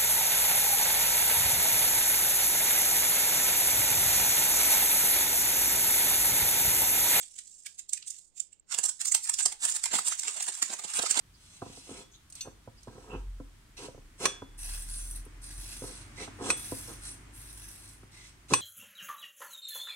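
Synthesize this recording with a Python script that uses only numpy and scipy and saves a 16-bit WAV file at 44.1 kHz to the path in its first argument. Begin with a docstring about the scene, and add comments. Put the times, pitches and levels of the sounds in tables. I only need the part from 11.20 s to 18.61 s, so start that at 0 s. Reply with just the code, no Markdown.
"""A steel stem rasps and squeaks in its guide as a valve is worked to and fro in a small cylinder head.
The head knocks and scuffs on a workbench, close to a stereo camera. Gritty paste hisses and crunches
under the turning valve. After a few light taps, the valve clacks hard onto its seat three times and
the steel rings. Behind it all, a low drone, like far traffic, swells and fades over faint room hiss."""
import sys
import numpy as np
from scipy import signal
from scipy.fft import rfft, irfft
from scipy.io import wavfile
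from scipy.ndimage import uniform_filter1d

SR = 44100
rng = np.random.default_rng(int(sys.argv[2]) if len(sys.argv) > 2 else 0)


def to_wav(sig):
    """Store sig (one row per channel, or 1-D mono) as 16-bit WAV at the path in sys.argv[1].

    Samples outside -1..1 are clipped; the rate is SR.
    """
    pcm = np.clip(np.atleast_2d(sig), -1, 1) * 32767
    pcm = np.round(pcm).astype(np.int16)
    wavfile.write(sys.argv[1], SR, pcm.T)  # frames by channels


N = 326781
TIME = np.arange(N) / SR
FREQS = np.fft.rfftfreq(N, 1 / SR)

# tone colour of the gritty paste: pitch_hz, level_db
PASTE_COLOUR = [(530, -19.5), (900, -18.5), (1470, -12.5), (1620, -8.5), (2300, -17), (2470, -9.5),
                (3000, -14.5), (3850, -9.5), (4450, -10.5), (6110, -5.5), (6720, -14.5), (7680, -6),
                (8550, 9), (10100, 8.5), (11100, -0.5), (12100, -5.5), (15100, -10.5), (16000, -11)]
# steel hits steel: time_s, crack_db, lowest_hz, ring_db, favoured_hz, ping_db
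CLACKS = [(.812, -54, 2520, -89, 3080, -61), (1.1005, -42, 6250, -80, 9600, -95),
          (1.124, -42, 4500, -57, 8400, -95), (1.153, -35.5, 5800, -61, 8800, -95),
          (1.213, -33.5, 3860, -44, 6340, -77), (1.631, -45.5, 4930, -75, 9000, -98),
          (3.055, -12, 210, -32, 5700, -37.5), (5.3023, -15, 501, -32, 8400, -43.5),
          (7.3364, -11.5, 199, -25.5, 8830, -39.5)]
# notes of the valve and finned head: pitch_hz, level_db, ring_s (time to fade by 60 dB)
STEEL_NOTES = [(2536, -5, .22), (2850, -2, .12), (4156, -6, .12), (4425, -8, .08), (5040, -8, .1),
               (5792, -10, .18), (5965, 3.5, .145), (6288, -6, .16), (6435, -10, .11), (7400, -15, .22),
               (8218, 5, .23), (8417, -8, .2), (9803, -2, .14), (10100, -20, .14), (13200, -24, .1)]
# notes of the head on the bench top: pitch_hz, level_db, ring_s
BENCH_NOTES = [(120, -19.5, 0.18), (233, -5, 0.094), (272, -4, 0.17), (336, -2, 0.026), (425.6, 2.5, 0.034),
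               (500.6, -4.5, 0.052), (703.5, -6, 0.061), (809, -10, 0.054), (966, -11.5, 0.068),
               (1055, -7.5, 0.03), (1283, -8.5, 0.023), (1570, -16, 0.022)]

TREBLE_PRESS_DB, TREBLE_DULL_DB_PER_S = 1, 8.5  # in each turn: the treble's swell and its steady fade


def paste():
    """The turning valve crushes gritty paste into a hiss that swells and dulls during each turn."""
    grit = grains(per_s=9000, spread_db=2.0) * amp(2.7 * wander(rate_hz=190))
    hiss = friction(grit, PASTE_COLOUR, ring_db=-8)
    highs = 1 / (1 + (7800 / (FREQS + 1)) ** 16)
    body = amp(-0.73) * unit(tint(hiss, 1 - highs))
    fizz = amp(-6.5) * unit(tint(hiss, highs))
    finest = tint(fizz, 1 / (1 + (10500 / (FREQS + 1)) ** 16))
    return (body * turns(press_db=4)
            + (fizz - finest) * turns(TREBLE_PRESS_DB, TREBLE_DULL_DB_PER_S, treble=True)
            + amp(6) * finest * turns(press_db=3, dull_db_per_s=5, treble=True, finest=True))


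def turns(press_db, dull_db_per_s=0, treble=False, finest=False):
    """Loudness over time: each turn bites, swells as the hand presses, and fades as it eases off."""
    # turns: start_s, end_s, level_db, treble_extra_db, finest_extra_db, bite_s, fade_db_per_s
    strokes = [(3.373, 3.636, -46, 1.5, 6, 0.02, 121), (3.674, 3.978, -49, 2.5, -0.5, .03, 332),
               (4.213, 4.66, -48.5, -1.5, 5, .014, 85), (4.61, 4.827, -56, -12.5, -10, 0.062, 230),
               (5.363, 5.707, -45.5, -1.5, 6.5, 0.011, 141), (5.788, 5.906, -47, 1, -1, 0.1, 232),
               (6.121, 6.72, -52, -4.5, 10, .03, 145)]
    gain = np.zeros(N)
    for start, end, db, treble_db, finest_db, bite_s, fade_db_per_s in strokes:
        progress = np.clip((TIME - start) / (end - start), 0, 1)
        bite = np.clip((TIME - start) / bite_s, 0, 1)
        band_db = db + treble * treble_db + finest * finest_db
        swell_db = press_db * (np.sin(np.pi * progress) - 1)
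        dull_db = dull_db_per_s * (progress - .5) * (end - start)
        fade_db = fade_db_per_s * np.maximum(TIME - end, 0)
        gain += bite * amp(band_db + swell_db - dull_db - fade_db)
    return gain * amp(1.95 * wander(rate_hz=4))  # the hand is unsteady


def crunches():
    """Coarse grains burst under the valve and ring the steel."""
    # bursting grains: time_s, level_db
    coarse_grains = [(3.472, -43), (3.622, -33), (3.762, -40), (3.91, -32.5), (3.96, -35.5), (4.052, -46),
                     (4.668, -45), (6.328, -39)]
    bursts, t = np.zeros(N), np.arange(SR // 10) / SR
    for s, db in coarse_grains:
        add(bursts, s, amp(db) * np.exp(-t / 0.004))
    return bursts * unit(friction(rng.standard_normal(N), PASTE_COLOUR, ring_db=20))


def singing():
    """Grinding keeps a few high notes of the valve sounding; each comes and goes."""
    # singing notes: pitch_hz, half_width_hz, level_db
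    notes = [(5960, 90, -15), (6290, 45, -16), (7480, 30, -18), (8420, 120, -6), (9810, 30, -6.5)]
    out = np.zeros(N)
    for hz, width, db in notes:
        swell_db = 2 * wander(rate_hz=5)
        band = 1 / (1 + ((FREQS - hz) / width) ** 2)
        out += amp(db + swell_db) * unit(tint(rng.standard_normal(N), band))
    return out * turns(TREBLE_PRESS_DB, TREBLE_DULL_DB_PER_S, treble=True)


def stem():
    """The stem rasps as it drags unevenly through its guide."""
    # pushes of the stem: start_s, end_s, level_db, build_up (see slides)
    pushes = [(.12, .39, -54.5, 0.83), (.41, .59, -52.5, 0.23), (.59, .805, -48.5, 0.45),
              (1.15, 1.205, -51.5, .2), (1.55, 2, -63, 0.33), (2.568, 2.655, -46, 0.15),
              (2.975, 3.05, -32.5, 1.4), (4.94, 5.035, -43, 1.06), (5.15, 5.298, -35, 2.4),
              (6.915, 7.095, -54, 0.19), (7.28, 7.333, -34.5, 1.1)]
    # tone colour of the rasp: pitch_hz, level_db
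    colour = [(760, -15), (1300, -12), (1780, -16.5), (2130, -10.5), (2620, -6.5), (3170, -8), (4080, -5),
              (4580, -8), (6150, -4), (6690, -9.5), (8340, -4.5), (10200, -15), (12600, -27), (14700, -32),
              (16000, -50)]
    grit = grains(per_s=5600, spread_db=-1.5) * amp(1.36 * wander(rate_hz=62))
    return amp(0.5) * unit(friction(grit, colour, ring_db=15)) * slides(pushes, stop_db_per_s=401)


def squeaks():
    """Where the stem runs dry, it sticks and slips, squeaking around one pitch."""
    # squeaks: start_s, length_s, pitch_hz, level_db
    dry_spots = [(0.134, 0.033, 4700, -60.5), (0.931, 0.037, 3630, -57.5), (0.907, 0.065, 6440, -59.5),
                 (1.567, 0.04, 4960, -62.5), (1.887, 0.09, 2730, -53), (2.575, 0.25, 5950, -67),
                 (2.591, .19, 10300, -75), (4.963, 0.089, 2150, -48.5), (6.914, 0.17, 2103, -59.5)]
    out = np.zeros(N)
    for s, length, hz, db in dry_spots:
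        slips = rng.standard_normal(SR // 2)
        for _ in range(2):
            slips = signal.lfilter(*signal.iirpeak(hz, Q=6, fs=SR), slips)
        span = int(length * SR)
        add(out, s, amp(db) * unit(slips[-span:]) * signal.windows.tukey(span, .5))
    return out


def cracks():
    """Each clack begins with a sharp crack through the head and a short rattle of its fins."""
    # tone colour of the crack: pitch_hz, level_db
    colour = [(80, -20), (260, -17), (700, -11), (1100, 5), (1900, -4.5), (2600, 2.5), (3200, -6),
              (4300, -7), (8700, -3), (10500, -9), (13400, -29), (16000, -24)]
    out, t = np.zeros(N), np.arange(SR // 4) / SR
    fade = np.exp(-t / 0.0026) + amp(-14) * np.exp(-t / 0.0095)
    for s, crack_db, lowest_hz, *_ in CLACKS:
        burst = fade * rng.standard_normal(len(t))
        add(out, s, amp(crack_db) * tint_burst(burst, colour, lowest_hz))
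    return out


def rings():
    """Struck steel rings on, most near the pitch that the point of contact favours."""
    # the valve's long bell note: pitch_hz, level_db, ring_s
    ping = [(3413, 0, .54), (3437, -7, .28)]
    # a thin steel part that clinks once: pitch_hz, level_db, ring_s
    clink = [(2772, -50, .1), (3564, -48, .13), (3900, -51, .04), (4425, -39, .06), (5660, -46, .06),
             (5965, -49, .1), (6282, -42, .11), (6433, -39, .07), (7477, -46, .11), (11770, -41, .055)]
    out, pitches = np.zeros(N), np.array(STEEL_NOTES)[:, 0]
    for s, _, _, ring_db, favoured_hz, ping_db in CLACKS:
        favour_db = 10 * np.exp(-(np.log(pitches / favoured_hz) / 0.083) ** 2) - 5
        add(out, s, amp(ring_db) * ring(STEEL_NOTES, favour_db) + amp(ping_db) * ring(ping))
    add(out, 1.2085, amp(5) * ring(clink))
    return out


def knocks():
    """The head tips onto an edge, thuds and chatters; harder edges bring out the upper notes."""
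    # the head rocks: time_s, level_db, upper_notes_db
    tips = [(0.4179, -27.5, -13.5), (0.461, -37.5, -12), (0.498, -42.5, -22), (0.573, -43.5, -16),
            (0.692, -36.5, -24), (0.711, -39, -24), (1.272, -33.5, -14.5), (1.475, -36, -13),
            (1.672, -37, -17), (1.681, -38.5, -6), (1.78, -40.5, -20), (1.936, -34, -16.5),
            (1.948, -32, -23), (2.2, -37.5, -19), (2.684, -35.5, -16), (2.746, -41, -20),
            (2.778, -40.5, -20), (3.22, -33, -11), (4.064, -45.5, -17), (4.62, -32, -17),
            (4.639, -32.5, -17), (5.076, -36.5, -13), (5.208, -36, -25), (5.52, -26, -21),
            (6.832, -45.5, -14), (7.308, -27.5, -17), (7.321, -21.5, -28)]
    out, t = np.zeros(N), np.arange(SR // 20) / SR
    upper = np.array(BENCH_NOTES)[:, 0] > 600
    thud_hz, rise_s = 119, 0.0044  # the head's weight pushes the bench down
    thud = np.sin(2 * np.pi * thud_hz * t) * t / rise_s * np.exp(1 - t / rise_s)
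    for s, db, upper_db in tips:
        force = .09 * rng.standard_normal(len(t)) * np.exp(-t / .0045)
        force[0] += 1  # one sharp hit leads the chatter
        contact_db = -0.5 * rng.standard_normal(len(BENCH_NOTES))  # each spot sounds a little different
        notes = ring(BENCH_NOTES, upper * (upper_db + 17.5) + contact_db, length_s=.3)
        blow = signal.fftconvolve(force, notes)
        add(out, s, amp(db + 0.5) * blow / abs(blow).max())
        add(out, s, amp(db - 9) * thud)
    return out


def scuffs():
    """The dragged head sticks and slips, shaking the bench."""
    # drags: start_s, end_s, level_db, build_up (see slides)
    drags = [(.42, .54, -66, .1), (.665, .81, -50, 0.24), (1.245, 1.27, -45, 0.46),
             (1.68, 1.86, -52.5, 0.089), (1.86, 1.96, -39, 0.93), (2.575, 2.65, -43.5, 0.38),
             (2.985, 3.054, -30.5, 1.35), (4.63, 4.725, -51.5, .1), (4.97, 5.025, -40, 0.86),
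             (5.185, 5.302, -33, 0.53), (5.675, 5.715, -45, 0.13), (7.295, 7.33, -30.5, 1.15)]
    slips = grains(per_s=700, spread_db=-1.0)
    brighten_db = 5.16 * np.log2(np.array(BENCH_NOTES)[:, 0] / 400)
    shaken = signal.fftconvolve(slips, ring(BENCH_NOTES, brighten_db))[:N]
    return amp(-2) * unit(shaken) * slides(drags, stop_db_per_s=424)


def bench():
    """The soft bench top muffles knocks and scuffs; near 700 Hz they nearly cancel on the left."""
    muffle = signal.butter(4, [65, 1700], "bandpass", fs=SR, output="sos")
    dull = signal.sosfilt(muffle, knocks() + scuffs())
    left, right = workshop(dull, near_db=-12, room_db=-13.5, left_db=-1)
    left = left - 0.72 * signal.lfilter(*signal.iirpeak(700, Q=2.2, fs=SR), left)
    return amp(1.5) * np.array([left, right])


def traffic():
    """Far traffic passes: a soft rush, and a wavering drone with a second note an octave up."""
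    # the drone's path: time_s, pitch_hz, level_db
    drone = [(1.75, 47.5, -58), (1.88, 47.1, -55), (2.0, 46.1, -39), (2.12, 44.1, -41.5), (2.5, 35.44, -61),
             (2.8, 33.9, -54), (3.13, 36.26, -68), (3.46, 36.1, -41.5), (3.98, 41.2, -38),
             (4.081, 41.3, -51.5), (4.45, 43.2, -43), (4.7, 44.8, -53), (5.08, 48.6, -58),
             (5.84, 48.05, -55), (6.3, 50.6, -53.5)]
    # tone colour of the rush: pitch_hz, level_db
    colour = [(30, -4), (60, -10), (105, 12), (170, -4.5), (300, 2.5), (500, -13), (1200, -7.5), (2200, -8),
              (4000, -20), (9000, -17), (12000, -37)]
    nearest_s, passing_s, fade_db_per_s = 5.3, 0.64, 13.5
    distance = np.hypot(1, (TIME - nearest_s) / passing_s)  # 1 when nearest
    rush_gain = amp(-51.5 - 19 * np.log10(distance))
    s, hz, db = np.transpose(drone)
    phase = 2 * np.pi * np.cumsum(np.interp(TIME, s, hz)) / SR
    away_db = fade_db_per_s * abs(TIME - np.clip(TIME, s[0], s[-1]))
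    drone_gain = np.sqrt(2) * amp(np.interp(TIME, s, db) - away_db + 2.1 * wander(rate_hz=6.6))
    octave_gain = amp(-4.5) * rush_gain + amp(-18.5) * drone_gain
    octave = octave_gain * np.sin(2 * phase + 1.1 * wander(rate_hz=18))
    return drone_gain * np.sin(phase) + octave + rush_gain * air(colour, alike_hz=430)


def room_hiss():
    """The room's faint, steady noise."""
    # tone colour of the room: pitch_hz, level_db
    colour = [(12, -43), (20, -12), (52, -2), (150, -12), (446, -30), (527, -32), (1190, -26.5),
              (2670, -29.5), (3160, -25.5), (3530, -27.5), (7110, -31), (8180, -29), (16000, -40.5)]
    return amp(-61) * air(colour, alike_hz=533)


def workshop(x, near_db, room_db, left_db, lag_samples=5):
    """The left microphone hears first; bench clutter scatters the sound and the room adds a short echo."""
    # how long the echo lasts: pitch_hz, ring_s
    echo_times = [(100, 0.47), (400, 0.43), (2000, 0.43), (8000, 0.33), (16000, 0.12)]
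    t = np.arange(SR // 2) / SR
    bounces = rng.choice([-1., 1.], (2, 2, len(t))) * (rng.random((2, 2, len(t))) < 4000 / SR)
    near = bounces[0] * np.exp(-t / 0.0044)
    hz, age_s, spectrum = signal.stft(bounces[1] * (t > .006), SR, nperseg=256)
    fade = amp(-60 * age_s / level_at(echo_times, hz)[:, None])
    tail = signal.istft(spectrum * fade, SR, nperseg=256)[1][:, :len(t)]
    echo = sum(amp(db) * part / np.linalg.norm(part, axis=1, keepdims=True)
               for db, part in [(near_db, near), (room_db, tail)])
    echo[0, 0] += 1  # the direct sound
    echo[1, lag_samples] += 1
    echo /= np.linalg.norm(echo, axis=1, keepdims=True)
    return amp([[left_db], [0]]) * signal.fftconvolve(x[None], echo, axes=1)[:, :N]


def friction(grit, colour, ring_db):
    """Grit clicks against the steel, whose notes stand out of the hiss."""
    notes = abs(rfft(ring(STEEL_NOTES), N))
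    peaks = np.hypot(1, amp(ring_db) * notes / notes.max())
    return tint(grit, amp(level_at(colour, FREQS)) * peaks)


def slides(pushes, stop_db_per_s):
    """Loudness over time: each push gathers speed, then friction stops it."""
    gain = np.zeros(N)
    for start, end, db, build_up in pushes:  # build_up near 0: fast at once; 2: a late rush
        speed = np.clip((TIME - start) / (end - start), 0, 1) ** build_up
        gain += speed * amp(db - stop_db_per_s * np.maximum(TIME - end, 0))
    return gain


def drift(x, depth_db=1.5):
    """The scrape changes colour at random as the contact moves round the seat."""
    spectrum = signal.stft(x, nperseg=512)[2]
    patches = rng.standard_normal(spectrum.shape)
    for _ in range(2):
        patches = uniform_filter1d(uniform_filter1d(patches, size=8, axis=0), size=12, axis=1)
    return signal.istft(spectrum * amp(depth_db * unit(patches)), nperseg=512)[1][:N]


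def ring(notes, extra_db=0, length_s=0.79):
    """The fading pure tones of a struck object; extra_db turns each up or down."""
    t = np.arange(int(length_s * SR)) / SR
    hz, db, ring_s = np.transpose(notes)
    tones = amp(-60 * t / ring_s[:, None]) * np.sin(2 * np.pi * hz[:, None] * t)
    return amp(db + extra_db) * rng.choice([-1, 1], len(hz)) @ tones


def grains(per_s, spread_db):
    """Random clicks; a few are much louder (spread_db above 0) or softer (below 0)."""
    size = amp(spread_db * np.minimum(rng.exponential(1, N), 5))
    return unit(size * rng.choice([-1, 1], N) * (rng.random(N) < per_s / SR))


def air(colour, alike_hz):
    """Steady stereo noise, alike on both sides in the bass."""
    shared, left, right = rng.standard_normal((3, N))
    same = 1 / np.sqrt(1 + (FREQS / alike_hz) ** 2)
    gain = amp(level_at(colour, FREQS))
    return unit(tint(shared, gain * same) + tint(np.array([left, right]), gain * np.sqrt(1 - same ** 2)))


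def wander(rate_hz):
    """A smooth random wobble of typical size 1."""
    return unit(tint(rng.standard_normal(N), 1 / (1 + (FREQS / rate_hz) ** 2)))


def tint_burst(x, colour, low_hz, size=2048):
    """Colours a burst and thins it below low_hz, with no sound ahead of its start."""
    hz = abs(np.fft.fftfreq(size, 1 / SR))
    log_gain = np.log(amp(level_at(colour, hz)) / np.sqrt(1 + (low_hz / (hz + 1)) ** 8) + 1e-5)
    taps = np.fft.ifft(np.exp(np.conj(signal.hilbert(log_gain)))).real[:size // 2]
    return signal.fftconvolve(x, taps / np.linalg.norm(taps))[:len(x)]


def tint(x, gain):
    """Filters by a gain for each of FREQS."""
    return irfft(rfft(x) * gain, N)


def level_at(points, hz):
    """Looks up a table's value at any pitch, gliding between its rows."""
    pitches, values = np.transpose(points)
    return np.interp(np.log(hz + 1), np.log(pitches + 1), values)


def add(mix, s, sound):
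    """Mixes a sound in at s seconds."""
    part = mix[max(round(s * SR), 0):][:len(sound)]
    part += sound[:len(part)]


def amp(db):
    """Decibels to gain."""
    return 10 ** (np.asarray(db) / 20)


def unit(x):
    """Scales to an average strength (rms) of 1."""
    return x / np.sqrt(np.mean(x ** 2) + 1e-20)


def scene():
    """All sources in the workshop; as the head shifts in the hand, the rubbing changes colour."""
    rub = drift(stem() + paste()) + crunches() + squeaks()
    angle = 2 * np.pi * TIME + 0.7 * wander(rate_hz=1.4)
    shares = abs(np.cos(angle)), abs(np.sin(angle))  # blend to and fro between two sets of echoes
    rubbing = sum(workshop(rub * share, near_db=4.5, room_db=-5, left_db=-0.9) for share in shares)
    hits = workshop(cracks(), near_db=1.5, room_db=-13, left_db=-2, lag_samples=2)
    ringing = workshop(rings(), near_db=-20, room_db=-16, left_db=0, lag_samples=2)
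    sung = workshop(singing(), near_db=-9, room_db=-7, left_db=0)
    return amp(-0.05) * rubbing + sung + hits + ringing + bench() + traffic() + room_hiss()


def record(dry):
    """The camera cuts off the very highest treble."""
    top_hz = 15850
    return signal.oaconvolve(dry, signal.firwin(511, top_hz, window=("kaiser", 9), fs=SR)[None], "same")


dry = scene()
out = record(dry)
to_wav(out)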